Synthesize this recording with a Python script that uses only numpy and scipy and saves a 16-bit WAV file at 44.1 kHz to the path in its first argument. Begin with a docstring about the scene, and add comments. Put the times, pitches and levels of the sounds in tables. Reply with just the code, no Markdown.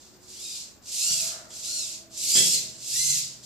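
"""A small robot lowers itself onto a stone floor in five moves, its servos speeding up and slowing down.
Their gears whine at multiples of the rate at which teeth meet, and rattle as noise pulsed by each tooth.
Limbs knock on the floor, hardest in the fourth move: short noise bursts, ringing tones and a low boom.
A foot scrapes, as shaped noise, as the second move ends. A bare room echoes the robot's sounds.
Soft air noise and faint wavering tones lie underneath."""
import sys
import numpy as np
from scipy import signal
from scipy.fft import rfft, irfft, next_fast_len
from scipy.io import wavfile
from scipy.ndimage import uniform_filter1d

SR = 44100
rng = np.random.default_rng(int(sys.argv[2]) if len(sys.argv) > 2 else 0)


def generate_wav(sig):
    """Save sig (samples, or channels by samples) to the path in sys.argv[1] as 16-bit PCM at SR."""
    pcm = np.round(np.clip(np.atleast_2d(sig).T, -1, 1) * 32767).astype(np.int16)
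    wavfile.write(sys.argv[1], SR, pcm)


N = 152145  # length in samples

# Faint tones that come and go. Each row: pitch in Hz, level in dB, loudest moment in seconds,
# time in seconds from there to 1/e of the peak.
HUM = [(124, -58, 4.3, 3.05), (201, -62, 5.1, 5.6), (358, -60, 0.29, 0.28), (334.3, -59, 2.21, 0.96),
       (646, -51, 1.246, 0.2), (634, -59, 2.2, 1.03), (141, -48, 3.116, 0.17)]
# Colour of the air noise. Each row: frequency in Hz, relative level in dB per Hz.
AIR_SPECTRUM = [(30, 5), (70, 18.5), (130, 11), (250, 16), (420, 11), (650, 9), (1000, 5), (1600, 2.5),
                (4000, -7), (7000, -68), (14000, 0)]
# Colour of the foot scraping on stone. Each row: frequency in Hz, relative level in dB per Hz.
SLIDE_SPECTRUM = [(200, -24), (450, -1), (720, 3), (1000, -2), (1400, 4.5), (2200, -4), (4000, -38),
                  (9000, -42)]
# Limbs meeting the floor. Each row: start in seconds, then relative levels in dB of the clack,
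# the thud and the boom of the frame.
KNOCKS = [(1.105, -29, -60, -40.5), (1.505, -43, -57, -75), (2.355, -17, -38, -45),
          (2.369, -14.5, -41.5, -37.5), (2.379, -19.5, -54, -66), (2.402, -20, -43.5, -48),
          (2.427, -28, -68, -52), (3.057, -46, -81, -41)]
# Ringing tones of the frame. Each row: pitch in Hz, relative level in dB, time to fall by 60 dB in seconds.
FRAME_TONES = [(1998, -13, 0.14), (3136, 2.5, 0.13), (3184, 3.5, .12), (3330, -15, .05), (3340, 2.5, 0.16),
               (3410, -0.5, 0.13), (3640, -15, 0.075), (4300, -27, .06), (4650, -11, 0.2)]
# Colour of a knock's sharp part. Each row: frequency in Hz, relative level in dB per Hz.
CLACK_SPECTRUM = [(300, -50), (1200, -20.5), (2000, -3), (3200, -2.5), (5000, 0.5), (7400, 8),
                  (10000, -9.5), (14600, -19)]
# Colour of a knock's dull part. Each row: frequency in Hz, relative level in dB per Hz.
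THUD_SPECTRUM = [(50, -46), (100, -26), (145, -15), (210, 7), (320, -5), (420, 3), (650, -7.5), (900, -17),
                 (2000, -35)]
# Servo runs. Each row: a list of harmonic levels in dB from the first up, then the course of the run,
# whose rows are: time in seconds, teeth meeting per second in Hz, whine against rattle in dB.
SERVO_RUNS = [([-12, -5, 4, 2.5, -12, -4, -16, -7.5], [(.2, 201.5, -40), (.33, 902, -14), (.385, 1092, -7),
              (.41, 1190, -4), (.45, 1260, 1), (.51, 1220, -4.5), (.557, 1227, -3), (.6, 1057, -21),
              (.8, 196, -40)]), ([3, 2, -6.5, 1.5, -3, -4], [(.82, 200.8, -40), (.98, 1201, -18),
              (1.005, 1275, -4), (1.07, 1404, -0.5), (1.12, 1433, -1), (1.145, 1419, -10), (1.18, 1334, 0),
              (1.22, 1228, -5), (1.26, 1049, -20), (1.46, 196.6, -35)]), ([-16, -8, 3, -16, 0, -8],
              [(.82, 200.4, -47), (1.0, 1316, -5), (1.05, 1500, -3.5), (1.125, 1527, -0.5),
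              (1.155, 1552, -6), (1.185, 1614, -7), (1.4, 194.4, -32)]),
              ([2.5, -6.5, 4.5, 2, -0.5, -3.5, -7], [(1.48, 199.8, -37), (1.64, 1218, -10),
              (1.665, 1313, -2), (1.7, 1412, -1.5), (1.745, 1440, -2), (1.785, 1396, 3), (1.83, 1280, -1),
              (1.86, 1179, -3), (1.89, 1058, -18), (2.07, 200, -35)]), ([-10, 3, -0.5, -21],
              [(2.1, 400.7, -38), (2.24, 1955, -21), (2.27, 2160, -2.5), (2.305, 2340, -2.5),
              (2.35, 2470, 0), (2.42, 2718, -4), (2.5, 2706, -5), (2.528, 2540, -2), (2.55, 2109, 4),
              (2.562, 2030, -17), (2.585, 2078, 0), (2.61, 1938, -7), (2.77, 400.3, -40)]),
              ([-3.5, 0, 7.5, -4, -1.5, -2], [(2.78, 298.9, -37), (2.91, 1563, -14), (2.96, 1935, -6),
              (3.01, 2072, 0), (3.06, 2082, -1.5), (3.11, 2063, 0.5), (3.15, 1908, -8), (3.42, 292, -57)]),
              ([-1, -5, -9, -2, 4.5, -4], [(2.78, 200.1, -38), (2.95, 1400, -14), (3.03, 1479, -9),
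              (3.11, 1447, -3.5), (3.2, 1194, -7), (3.42, 201.5, -40)])]
# Effort of all gear trains together. Each row: time in seconds, level in dB.
EFFORT = [(0.0, -46.5), (0.2, -60), (0.32, -42.5), (0.45, -37), (0.61, -35.5), (0.81, -64.5), (0.87, -43.5),
          (0.95, -29.5), (1.05, -27.5), (1.15, -27.5), (1.29, -28), (1.48, -55), (1.53, -41.5), (1.68, -33),
          (1.78, -33.5), (1.95, -35), (2.08, -63), (2.2, -30), (2.32, -24), (2.36, -23), (2.378, -20),
          (2.52, -24.5), (2.55, -21.5), (2.68, -39), (2.78, -46), (2.88, -32), (2.96, -25.5), (3.13, -27),
          (3.19, -25), (3.42, -53.5), (3.45, -41)]
# How strongly whine comes through at each pitch. Each row: frequency in Hz, gain in dB.
WHINE_RESPONSE = [(1200, -36), (2000, -8.5), (2800, -7.5), (3600, -4.5), (4400, -0.5), (5400, -0.5),
                  (6200, -2), (7200, 3.5), (8300, 1.5), (10400, -1.5), (13000, -13)]
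# Colour of the gear rattle. Each row: frequency in Hz, relative level in dB per Hz.
RATTLE_SPECTRUM = [(300, -95), (1200, -63), (1900, -22.5), (2600, -9.5), (3400, -7.5), (4400, 0.5),
                   (5600, 1.5), (6600, 2), (7400, 3.5), (8300, -2), (9200, -3), (10300, -5.5),
                   (12000, -8.5), (14600, -17)]
# Difference between the microphone's two openings. Each row: frequency in Hz, left minus right in dB.
PORT_BALANCE = [(100, 0), (700, 0), (1300, 2.5), (2400, 1), (3200, 2.5), (4300, 6), (5800, 1.5),
                (7600, -10.5), (8600, -5.5), (10300, -1), (14000, 4)]

SIDES = np.array([[1], [-1]])  # left, right

# Background: level of the air noise, its left-right part as a share, spread of the hum levels
AIR_DB, AIR_SIDE, HUM_FLUTTER_DB = -57.5, 0.65, 1.5
# Scrape: loudest moment, time from there to 1/e, level, spread of its unevenness
SLIDE_S, SLIDE_HALF_S, SLIDE_DB, SLIDE_FLUTTER_DB = 1.33, .14, -57, 3
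# Room: T60 is the time to fall by 60 dB; the early echoes fall to 1/e in EARLY_DECAY_S
ROOM_T60_S, ROOM_LOW_T60_S, EARLY_DECAY_S = .3, 0.97, .015
DIRECT_DB, TAIL_DB, EARLY_DB = -3.5, 0, -9
# How much room each sound gets
SLIDE_ROOM_DB, KNOCK_ROOM_DB, THUD_ROOM_DB, WHINE_ROOM_DB, RATTLE_ROOM_DB = 3.0, -1.5, -5, -4, 1
# Knocks
CLACK_T60_S, THUD_T60_S, BOOM_T60_S = 0.038, 0.15, 0.17
RING_DB, THUD_DB = -4.5, 3.5  # THUD_DB lifts thud and boom together
# The frame shaking on its legs
BODY_HZ, BODY_WIDTH_HZ, BODY_DB = 161, 43, -37
# Whine: speed changes are spreads, as shares of the speed
SPEED_WOBBLE, TOOTH_JITTER = .006, .019
WHINE_DB, WHINE_FLUTTER_DB = 2, 3
# Tooth impacts: fall to 1/e as a share of a tooth period, spread of their sizes, smooth friction level
TOOTH_DECAY, TOOTH_SCATTER_DB, SLIDING_DB = 0.3, 1.5, -8.5
RATTLE_DB, RATTLE_FLUTTER_DB = -3, 2.05
# Rattle treble above BRIGHT_HZ: range from no load to full load, change while effort falls,
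# and the effort that counts as half load
BRIGHT_HZ, LOAD_DB, COAST_DB, LOAD_KNEE_DB = 7600, 8.5, -6, -29
FULL_DB, LEAD_S = -20, 0.014  # upper limit of the effort; how far ahead its course is read
# Microphone: delay of the left side behind the right, top of the range
PORT_LAG_S, TOP_HZ = .000022, 14650


def undb(db):
    """Turn decibels into a gain."""
    return 10 ** (np.asarray(db) / 20)


def unit(x):
    """Scale to an average strength (rms) of 1."""
    return x / np.sqrt(np.mean(x ** 2))


def at_hz(hz, points):
    """Read a table of levels between its points, on a log-frequency axis."""
    f, db = np.array(points, float).T
    return np.interp(np.log(np.maximum(hz, 1)), np.log(f), db)


def shape(x, gain):
    """Filter by a gain that depends on frequency."""
    size = next_fast_len(2 * N)
    f = np.arange(size // 2 + 1) * SR / size
    return irfft(rfft(x, size) * gain(f), size)[..., :N]


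def noise(points):
    """Random noise with a given colour, at rms 1."""
    return colour(rng.standard_normal(N), points)


def colour(x, points):
    """Filter x by a table of levels and bring it to rms 1."""
    return unit(shape(x, lambda f: undb(at_hz(f, points))))


def walk(rate):
    """Smooth random drift, mostly slower than rate times a second, at rms 1."""
    return unit(shape(rng.standard_normal(N), lambda f: 1 / (1 + (f / rate) ** 4)))


def fade(t, t60):
    """Start at t = 0 and die away by 60 dB in t60 seconds."""
    return (t >= 0) * np.exp(-np.log(1000) * np.maximum(t, 0) / t60)


def background(t):
    """Air noise spread over both sides, and tones that waver in pitch and level."""
    air = noise(AIR_SPECTRUM) + AIR_SIDE * SIDES * noise(AIR_SPECTRUM)
    hum = np.zeros(N)
    for hz, db, top_s, half_s in HUM:
        level = undb(db + HUM_FLUTTER_DB * walk(12.0))
        swell = np.exp(-((t - top_s) / half_s) ** 2)
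        phase = np.cumsum(hz * (1 + 0.03005 * walk(44.7))) / SR
        hum += level * swell * np.sin(2 * np.pi * phase)
    return undb(AIR_DB) * air + hum


def room(x, t, room_db):
    """Direct sound plus fading noise echoes: a short early part and a tail that lasts longer in the bass."""
    early = rng.standard_normal((2, N)) * np.exp(-t / EARLY_DECAY_S)
    late = rng.standard_normal((2, N))
    low = shape(late, lambda f: 1 / (1 + (f / 1500) ** 4))
    tail = low * fade(t, ROOM_LOW_T60_S) + (late - low) * fade(t, ROOM_T60_S)
    echo = (undb(EARLY_DB) * unit(early) + undb(TAIL_DB) * unit(tail)) / np.sqrt(N)
    # deep echoes are nearly alike on both sides
    mid = echo.mean(axis=0)
    echo = mid + shape(echo - mid, lambda f: f / np.hypot(f, 350))
    echoes = signal.fftconvolve(x[None], echo, axes=1)[:, :N]
    return undb(DIRECT_DB) * x + undb(room_db) * echoes


def slide(t):
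    """A foot rubs over stone: a brief, uneven scrape of noise."""
    level = undb(SLIDE_DB + SLIDE_FLUTTER_DB * walk(24))
    swell = np.exp(-((t - SLIDE_S) / SLIDE_HALF_S) ** 2)
    return noise(SLIDE_SPECTRUM) * level * swell


def body():
    """The frame shaking on its legs: noise around one low resonance, at rms 1."""
    return unit(shape(rng.standard_normal(N), lambda f: 1 / (1 + ((f - BODY_HZ) / BODY_WIDTH_HZ) ** 4)))


def frame_ring(age):
    """A blow sets the frame ringing: many tones, each dying away at its own pace."""
    ring = np.zeros(N)
    for hz, db, t60 in FRAME_TONES:
        ring += undb(db) * fade(age, t60) * np.sin(2 * np.pi * (hz * age + rng.random()))
    return ring / 2


def knocks(t):
    """Each contact clacks in the housings, rings the frame, thuds on the floor and leaves a low boom."""
    clack, thud, boom = noise(CLACK_SPECTRUM), noise(THUD_SPECTRUM), body()
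    sharp, low = np.zeros(N), np.zeros(N)
    for start, clack_db, thud_db, boom_db in KNOCKS:
        age = t - start
        sharp += undb(clack_db) * (clack * fade(age, CLACK_T60_S) + undb(RING_DB) * frame_ring(age))
        low += undb(thud_db) * thud * fade(age, THUD_T60_S)
        # the boom swells while the clack dies away
        low += undb(boom_db) * boom * (fade(age, BOOM_T60_S) - fade(age, CLACK_T60_S))
    return room(sharp, t, KNOCK_ROOM_DB) + room(undb(THUD_DB) * low, t, THUD_ROOM_DB)


def whine(t):
    """Gear teeth mesh faster, then slower; gives their harmonic whine and the power of their impacts."""
    tone, teeth = np.zeros(N), np.zeros(N)
    for harmonics_db, course in SERVO_RUNS:
        times, rates, levels_db = np.array(course).T
        rate = np.interp(t, times, rates, left=0, right=0)
        hz = rate * (1 + SPEED_WOBBLE * walk(45) + TOOTH_JITTER * walk(700))
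        phase = np.cumsum(hz) / SR  # counts the teeth
        lines = np.zeros(N)
        for k, own_db in enumerate(harmonics_db, 1):
            line_db = own_db + at_hz(k * hz, WHINE_RESPONSE) + WHINE_FLUTTER_DB * walk(74)
            lines += undb(line_db) * np.sin(2 * np.pi * k * phase)
        tone += (rate > 0) * undb(np.interp(t, times, levels_db)) * lines / 2
        # every tooth hits with its own strength
        strength = undb(TOOTH_SCATTER_DB * rng.standard_normal(N))[phase.astype(int)]
        impacts = rate / rates.max() * strength * np.exp(-(phase % 1) / TOOTH_DECAY)
        teeth += impacts ** 2
    # even out the slow changes; the effort sets the loudness
    return tone, teeth / (uniform_filter1d(teeth, SR // 16) + 1e-3)


def rattle(teeth, effort_db):
    """Tooth impacts and friction shake one housing: brighter under load, duller while effort falls."""
    x = np.sqrt(teeth + undb(2 * SLIDING_DB)) * rng.standard_normal(N)
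    x /= np.sqrt(uniform_filter1d(x ** 2, SR // 16))
    x = colour(x, RATTLE_SPECTRUM) * undb(RATTLE_DB + RATTLE_FLUTTER_DB * walk(32))
    load = 1 / (1 + undb(2 * (LOAD_KNEE_DB - effort_db)))
    # 1 where effort falls by 80 dB a second or faster, then smoothed
    falling = np.clip(-np.gradient(effort_db) * SR / 80, 0, 1)
    coasting = uniform_filter1d(falling, SR // 12)
    treble = shape(x, lambda f: 1 - 1 / (1 + (f / BRIGHT_HZ) ** 8))
    treble_gain = undb(LOAD_DB * (load - .5) + COAST_DB * coasting)
    return x + treble * (treble_gain - 1)


def servos(t, count=3):
    """Whine, rattle and shaking follow the effort; each housing's rattle has its own room echoes."""
    tone, teeth = whine(t)
    effort_db = np.minimum(np.interp(t + LEAD_S, *np.array(EFFORT).T), FULL_DB)
    drive = undb(effort_db)
    housings = sum(room(drive * rattle(teeth, effort_db), t, RATTLE_ROOM_DB) for _ in range(count))
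    gears = drive * (undb(WHINE_DB) * tone + undb(BODY_DB) * body())
    return housings / np.sqrt(count) + room(gears, t, WHINE_ROOM_DB)


def scene():
    """The robot in its room, over the background."""
    t = np.arange(N) / SR
    return background(t) + room(slide(t), t, SLIDE_ROOM_DB) + knocks(t) + servos(t)


def record(dry):
    """Two microphone openings, the left a little later and differently coloured; the top is cut steeply."""
    def port_gain(f):
        balance = undb(SIDES * at_hz(f, PORT_BALANCE) / 2)
        delay = np.exp(-1j * np.pi * f * SIDES * PORT_LAG_S)  # half the lag on each side
        return balance * delay

    top_cut = signal.ellip(10, .2, 80, TOP_HZ, fs=SR, output="sos")
    return signal.sosfilt(top_cut, shape(dry, port_gain))


dry = scene()
out = record(dry)
generate_wav(out)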